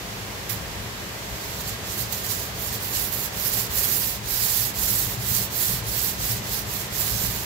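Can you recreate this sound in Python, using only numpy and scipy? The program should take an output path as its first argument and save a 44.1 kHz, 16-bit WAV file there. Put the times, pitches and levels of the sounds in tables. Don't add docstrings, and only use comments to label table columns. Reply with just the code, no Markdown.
import sys
import numpy as np
from scipy import signal
from scipy.fft import rfft, irfft, next_fast_len
from scipy.io import wavfile
from scipy.ndimage import uniform_filter1d, map_coordinates

SR = 44100
rng = np.random.default_rng(int(sys.argv[2]) if len(sys.argv) > 2 else 0)


def gain_from_decibels(decibels):
    exponent = np.asarray(decibels, float) / 20
    return 10 ** exponent


def unload_wav(signal):
    wavfile.write(
        sys.argv[1],
        SR,
        np.round(np.clip(np.atleast_2d(signal).T, -1, 1) * 32767).astype(np.int16),
    )


N = 328545

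# (start [s], end [s], snapping level [dB], growth over the pass [dB], dullness [dB])
STROKES = [(1.133, 1.63, -49.5, 16, 2), (1.584, 1.78, -39, -4, 2.5), (1.822, 2.078, -35, 7, 3),
           (2.07, 2.281, -33.5, -3, 0.5), (2.258, 2.518, -33, -11, 0.5), (2.54, 2.802, -32.5, 2, -1),
           (2.801, 2.905, -21.5, -1, -1.5), (2.873, 3.135, -30, -6, 0.7), (3.085, 3.298, -30.5, .6, -2),
           (3.315, 3.678, -28.5, 7, 0), (3.692, 4.196, -28, -8, 1), (4.23, 4.727, -28.5, 1.5, 1.7),
           (4.734, 5.184, -28, -5, 0.5), (5.175, 5.49, -29.5, 2.5, 0.5), (5.498, 5.82, -27.5, -5.5, 0),
           (5.828, 6.167, -29.5, 1, 0.5), (6.16, 6.414, -30.5, -2, 1.5), (6.415, 6.638, -30.5, 9, 1.5),
           (6.648, 6.888, -33.5, -3, 1.5), (6.903, 7.55, -34, -15.5, 1.5)]
# (time [s], level [dB], width [s], extra dullness [dB])
PATCHES = [(1.37, 1, .02, -4), (1.608, 10.5, 0.015, 0.5), (1.646, -3, .015, 0), (1.69, 5, .02, 2),
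           (1.954, -2.5, .02, -2.5), (2.006, 4, .025, -2), (2.14, -0.5, 0.011, 3.5), (2.222, -4, 0.018, -1),
           (2.256, 10.5, 0.015, 3), (2.31, 8, 0.018, 2), (2.38, -4.5, 0.028, 2), (2.706, -7.5, 0.017, 5),
           (2.754, 1.5, 0.023, 3.5), (2.966, 2, 0.016, 3.5), (3.06, 3, 0.018, -0.5), (3.132, 6.5, .015, 1),
           (3.262, 4, 0.022, 1.5), (3.51, -7, 0.012, -2), (3.55, 0, 0.054, 1.5), (3.87, -2, 0.027, 0),
           (3.99, -0.5, 0.0098, -4.5), (4.46, 1.5, 0.015, -.6), (4.88, 0.5, .04, 1.5),
           (5.09, -4.5, 0.024, -1.5), (5.366, 2.5, 0.033, 1), (6.008, -2.5, 0.013, 5.5),
           (6.04, 2, .02, -0.5), (6.502, -6, .01, 2), (7.168, -2.5, .025, 3), (7.246, 4, 0.033, 1.2)]
# (time [s], level [dB], attack [s], hold [s], t60 [s])
PEELS = [
    (.49, -34.5, .004, .04, .17),
    (.494, -33, .003, .006, .05),
    (2.124, -29, .0005, .004, .07),
]
# (time [s], right peak [dB])
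POPS = [(0.5772, -22), (1.4449, -23.9), (1.5658, -20.5), (1.6097, -15), (1.9012, -17.3), (1.9865, -12.4),
        (2.1245, -5), (2.1471, -9), (2.1712, -12.4), (2.2362, -14.9), (2.3535, -11.7), (2.91, -9),
        (3.1266, -6), (3.1819, -11.9), (3.2614, -16), (3.3989, -10), (4.0851, -9.2), (4.6061, -9),
        (4.8258, -3), (5.417, -7.5), (5.4579, -15), (6.047, -1.5), (6.2123, -12), (6.318, -9.5),
        (6.4934, -9), (6.5329, -7), (6.5441, -5), (6.5923, -12.0), (7.3701, -19), (7.4346, -9)]
# (frequency [Hz], left level [dB], right level [dB])
NAP_COLOUR = [(1500, -12, -12.5), (2450, -17.5, -14.5), (3100, -15, -12), (4360, -14.5, -6),
              (5960, -11.5, -8), (7500, -12, -4.5), (8100, -8, -10.5), (8760, -17.5, -9),
              (10630, -14, -3.5), (12300, -15, 2), (13500, -16, 1.5), (15300, -12, 3), (16000, -15, 0.5)]
# (time [s], level [dB])
LEFT_REACH = [(0, -14), (1.4, -.6), (1.75, -2.5), (2.3, -2), (3.0, -0.7), (3.7, -0.3), (4.2, 0.5),
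              (4.7, -1), (5.1, 1.5), (5.3, -1.5), (5.75, 2), (5.95, -1.8), (6.35, 2.5), (6.6, -1),
              (6.85, 1), (7.45, -4)]
# (level [dB], t60 [s], centre [Hz])
FIRST_TOUCH = (-30, .22, 2000)
# (time [s], level [dB])
RUMBLE = [(0.0, -40.5), (0.48, -41), (0.5, -34), (1.26, -44), (1.33, -35), (1.41, -47), (1.47, -38.5),
          (4.71, -37), (5.44, -33), (5.56, -40), (5.79, -29), (5.83, -34.5), (6.25, -37.5), (6.33, -36),
          (6.37, -34.5), (6.79, -38.5), (7.22, -31.5), (7.45, -36.5)]
# (frequency [Hz], width [Hz], level [dB])
WALL_MODES = [(56.7, 16, -3.5), (92, 23.4, -4.5), (112.5, 21.6, -1.5), (180.7, 12.4, -7.5),
              (203.6, 12.4, -6)]
# (time [s], peak [dB], t60 [s])
THUDS = [(0.502, -28, .15), (1.999, -22.5, 0.22), (3.449, -24, .15), (4.914, -20, 0.12), (5.065, -19, 0.12),
         (5.299, -21, 0.28), (5.741, -20, 0.25), (6.297, -18, 0.2), (6.667, -19.5, 0.16),
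         (7.118, -18, 0.18), (7.229, -36, 0.15)]
# (time [s], level [dB])
AIR_LEVEL = [(0.0, -40), (0.6, -40), (0.95, -40), (2.2, -39.5), (2.45, -40), (3.88, -39), (4.19, -41.5),
             (4.48, -40.5), (6.66, -40), (7.45, -39)]
# (frequency [Hz], left level [dB], right level [dB])
AIR_COLOUR = [(240, -2, 0), (303, 1.5, -9.5), (400, -3.5, -2), (714, -1.5, -3.5), (1065, -2, -3.5),
              (1380, -5.5, -6.5), (1800, -6.5, -4.5), (2600, -7, -5.5), (4500, -11, -7),
              (7660, -12.5, -11.5), (8800, -18, -18.5), (10500, -23, -13.5), (12500, -24, -10.5),
              (15700, -26.5, -15.5)]
# (frequency [Hz], left-right likeness [-1..1])
AIR_LIKENESS = [(200, 0.71), (330, 1), (640, 0.28), (1200, -0.044)]
# (frequency [Hz], width [Hz], left lift [dB], right lift [dB])
ROOM_MODES = [(403.6, 40, 5, 4), (458, 44, 1.5, 2), (553, 21, 1.5, 3), (670, 13, 1, 6.5),
              (1618, 43, 5.5, 2), (1819, 31, 6.5, 3.5), (2006, 56, 6.5, 2), (1680, 40, 1.5, 0)]


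def roller():
    bright_db, dull_db, left_db = rolling()
    snaps = patchy(threads(share=0.25, spread_db=1.8), depth_db=1.36)

    def nap(hz):
        low_cut = 1 + (1400 / (hz + 1)) ** 4
        high_cut = 1 + (hz / 16000) ** 30
        return causal(gain_from_decibels(along(NAP_COLOUR, hz)) / low_cut / high_cut)

    def upper(hz):
        return 1 / (1 + (8700 / (hz + 1)) ** 12)

    bright = filtered(snaps, lambda hz: nap(hz) * upper(hz))
    dull = filtered(snaps, lambda hz: nap(hz) * (1 - upper(hz)))
    uneven = gain_from_decibels(0.84 * wobble(45) + 0.54 * wobble(250))
    level = gain_from_decibels(bright_db + 8.0) / np.std(bright[1])
    sizzle = uneven * level * (bright + gain_from_decibels(dull_db + 7.0) * dull)
    sizzle = sizzle * gain_from_decibels([left_db, 0 * left_db])
    return sizzle + big_threads(nap)


def big_threads(nap):
    s, peak_db = np.transpose(POPS)
    pops = np.bincount(np.round(s * SR).astype(int), gain_from_decibels(peak_db + 5), N)

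    def ring(hz):
        damping = 1j * hz * 1800
        return 0.86 + damping / (13500 ** 2 - hz * hz + damping)

    return filtered(pops, lambda hz: nap(hz) * ring(hz) * gain_from_decibels([[-3], [0]]))


def rolling():
    speed_up_s, slow_down_s, creep = 0.098, 0.077, 0.28
    full_db, base_dull_db, duller_per_db = -29.5, -6.5, 0.3485
    t = np.arange(N) / SR
    power = sum(peel(t, *row) ** 2 for row in PEELS) + 1e-8
    dullness = np.zeros(N)
    for start, end, db, growth_db, dull_db in STROKES:
        now = slice(round(start * SR), round(end * SR))
        since, left = t[now] - start, end - t[now]
        speed = np.tanh(creep + since / speed_up_s) * np.tanh(creep + left / slow_down_s)
        pass_db = db + growth_db * (since / (end - start) - 0.5)
        power[now] += (gain_from_decibels(pass_db) * np.abs(speed) ** 2.2) ** 2
        dullness[now] = dull_db
    level_db = 10 * np.log10(uniform_filter1d(power, size=44))
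    extra_dull_db = np.zeros(N)
    for s, db, width, dull_db in PATCHES:
        bump = np.exp(-0.5 * ((t - s) / width) ** 2)
        level_db = level_db + db * bump
        extra_dull_db += dull_db * bump
    dull_db = base_dull_db + uniform_filter1d(dullness, size=900) + extra_dull_db
    dull_db = dull_db - duller_per_db * (level_db - full_db)
    return level_db, dull_db, curves(LEFT_REACH)[0]


def peel(t, start, db, attack, hold, t60):
    since = np.clip(t - start, 0, None)
    release_db = -60 * np.clip(since - hold, 0, None) / t60
    return gain_from_decibels(db + release_db) * (1 - np.exp(-(since / attack) ** 2))


def threads(share, spread_db):
    chance, size, sign = rng.random((3, 2, N))
    snaps = (chance < share) * np.sign(sign - 0.5) * gain_from_decibels(-spread_db * np.log(size + 4e-3))
    return unit(snaps)


def patchy(x, depth_db):
    z = signal.stft(x, nperseg=256)[2]
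    field = rng.standard_normal(z.shape[1:])
    field = uniform_filter1d(field, size=6, axis=0)
    field = uniform_filter1d(field, size=9, axis=1)
    return signal.istft(z * gain_from_decibels(depth_db * field / np.std(field)), nperseg=256)[1][:, :N]


def touch():
    db, t60, centre_hz = FIRST_TOUCH
    t = np.clip(np.arange(N) / SR - 0.491, 0, None)

    def band(hz):
        return (hz / centre_hz) ** 2 / (1 + (hz / centre_hz) ** 4)

    squelch = unit(filtered(threads(share=0.22, spread_db=-3.0), band))
    attack = 1 - np.exp(-t / 0.0043)
    return gain_from_decibels(db - 60 * t / t60) * attack * squelch * gain_from_decibels([[-3], [0]])


def wall():
    def body(hz):
        modes = 0
        for k, (centre, width, db) in enumerate(WALL_MODES):
            damping = 1j * hz * width
            modes = modes + (-1) ** k * gain_from_decibels(db) * damping / (centre * centre - hz * hz + damping)
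        return modes / (1 + (32 / (hz + 1)) ** 4) / (1 + (hz / 230) ** 6)

    shake = filtered(alike_noise(lambda hz: np.where(hz < 140, 0.99, 0.96)), body)
    low = filtered(shake, lambda hz: 1 / (1 + (hz / 145) ** 12))
    low_db, = curves(RUMBLE)
    upper_db = -5.5 + (0.63 - 1) * (low_db - low_db.mean())
    rumble = gain_from_decibels(low_db - 1.0) * (unit(low) + gain_from_decibels(upper_db - 0.66) * unit(shake - low))
    port_db = [(30, 3.2, -5.0), (200, 0.41, -1.0)]  # (frequency [Hz], left [dB], right [dB])
    return filtered(rumble + thuds(), lambda hz: gain_from_decibels(along(port_db, hz)))


def thuds():
    out, t = np.zeros(N + SR), np.arange(SR // 2) / SR
    swell = 1 - np.exp(-t / 0.011)
    tone = swell * np.sin(2 * np.pi * 113 * t)
    for s, db, t60 in THUDS:
        out[round(s * SR):][:len(t)] += gain_from_decibels(db - 60 * t / t60) * tone
    return out[:N]


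def air():
    def colour(hz):
        level_db = along(AIR_COLOUR, hz)
        for centre, width, *lift_db in ROOM_MODES:
            level_db = level_db + np.outer(lift_db, 1 / (1 + ((hz - centre) * 2 / width) ** 2))
        return gain_from_decibels(level_db) / (1 + (150 / (hz + 1)) ** 4)

    wash = filtered(alike_noise(lambda hz: along(AIR_LIKENESS, hz)[0]), colour)
    return gain_from_decibels(6.0 + curves(AIR_LEVEL)[0]) * wash / np.std(wash)


def alike_noise(likeness):
    def mid_side(hz):
        turn = np.arccos(np.clip(likeness(hz), -1, 1)) / 2
        return np.array([np.cos(turn), np.sin(turn)])

    mid, side = filtered(rng.standard_normal((2, N)), mid_side)
    return np.array([mid + side, mid - side])


def unit(x):
    return x / np.sqrt(np.mean(x ** 2, axis=-1, keepdims=True) + 1e-20)


def along(points, hz):
    f, *cols = np.transpose(points)
    return np.array([np.interp(np.log(hz + 1), np.log(f + 1), c) for c in cols])


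def curves(rows):
    s, *cols = np.transpose(rows)
    return [np.interp(np.arange(N) / SR, s, c) for c in cols]


def wobble(rate):
    knots = rng.standard_normal(int(N * rate / SR) + 4)
    return map_coordinates(knots, [np.arange(N) * rate / SR])


def filtered(x, response):
    m = next_fast_len(N + SR // 2)
    return irfft(rfft(x, m) * response(np.fft.rfftfreq(m, 1 / SR)), m)[..., :N]


def causal(gain):
    cepstrum = irfft(np.log(gain + 1e-6))
    length = cepstrum.shape[-1]
    fold = np.sign(length // 2 - np.arange(length)) + 1
    fold[0] = 1
    return np.exp(rfft(cepstrum * fold))


def scene():
    left, right = wall()
    return roller() + touch() + air() + [np.roll(left, -7), right]


def low_pass(x):
    return signal.sosfilt(signal.butter(12, 17070, fs=SR, output="sos"), x)


def record(dry):
    mix = filtered(dry, lambda hz: hz < 15750)
    return low_pass(mix)


dry = scene()
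out = record(dry)
unload_wav(out)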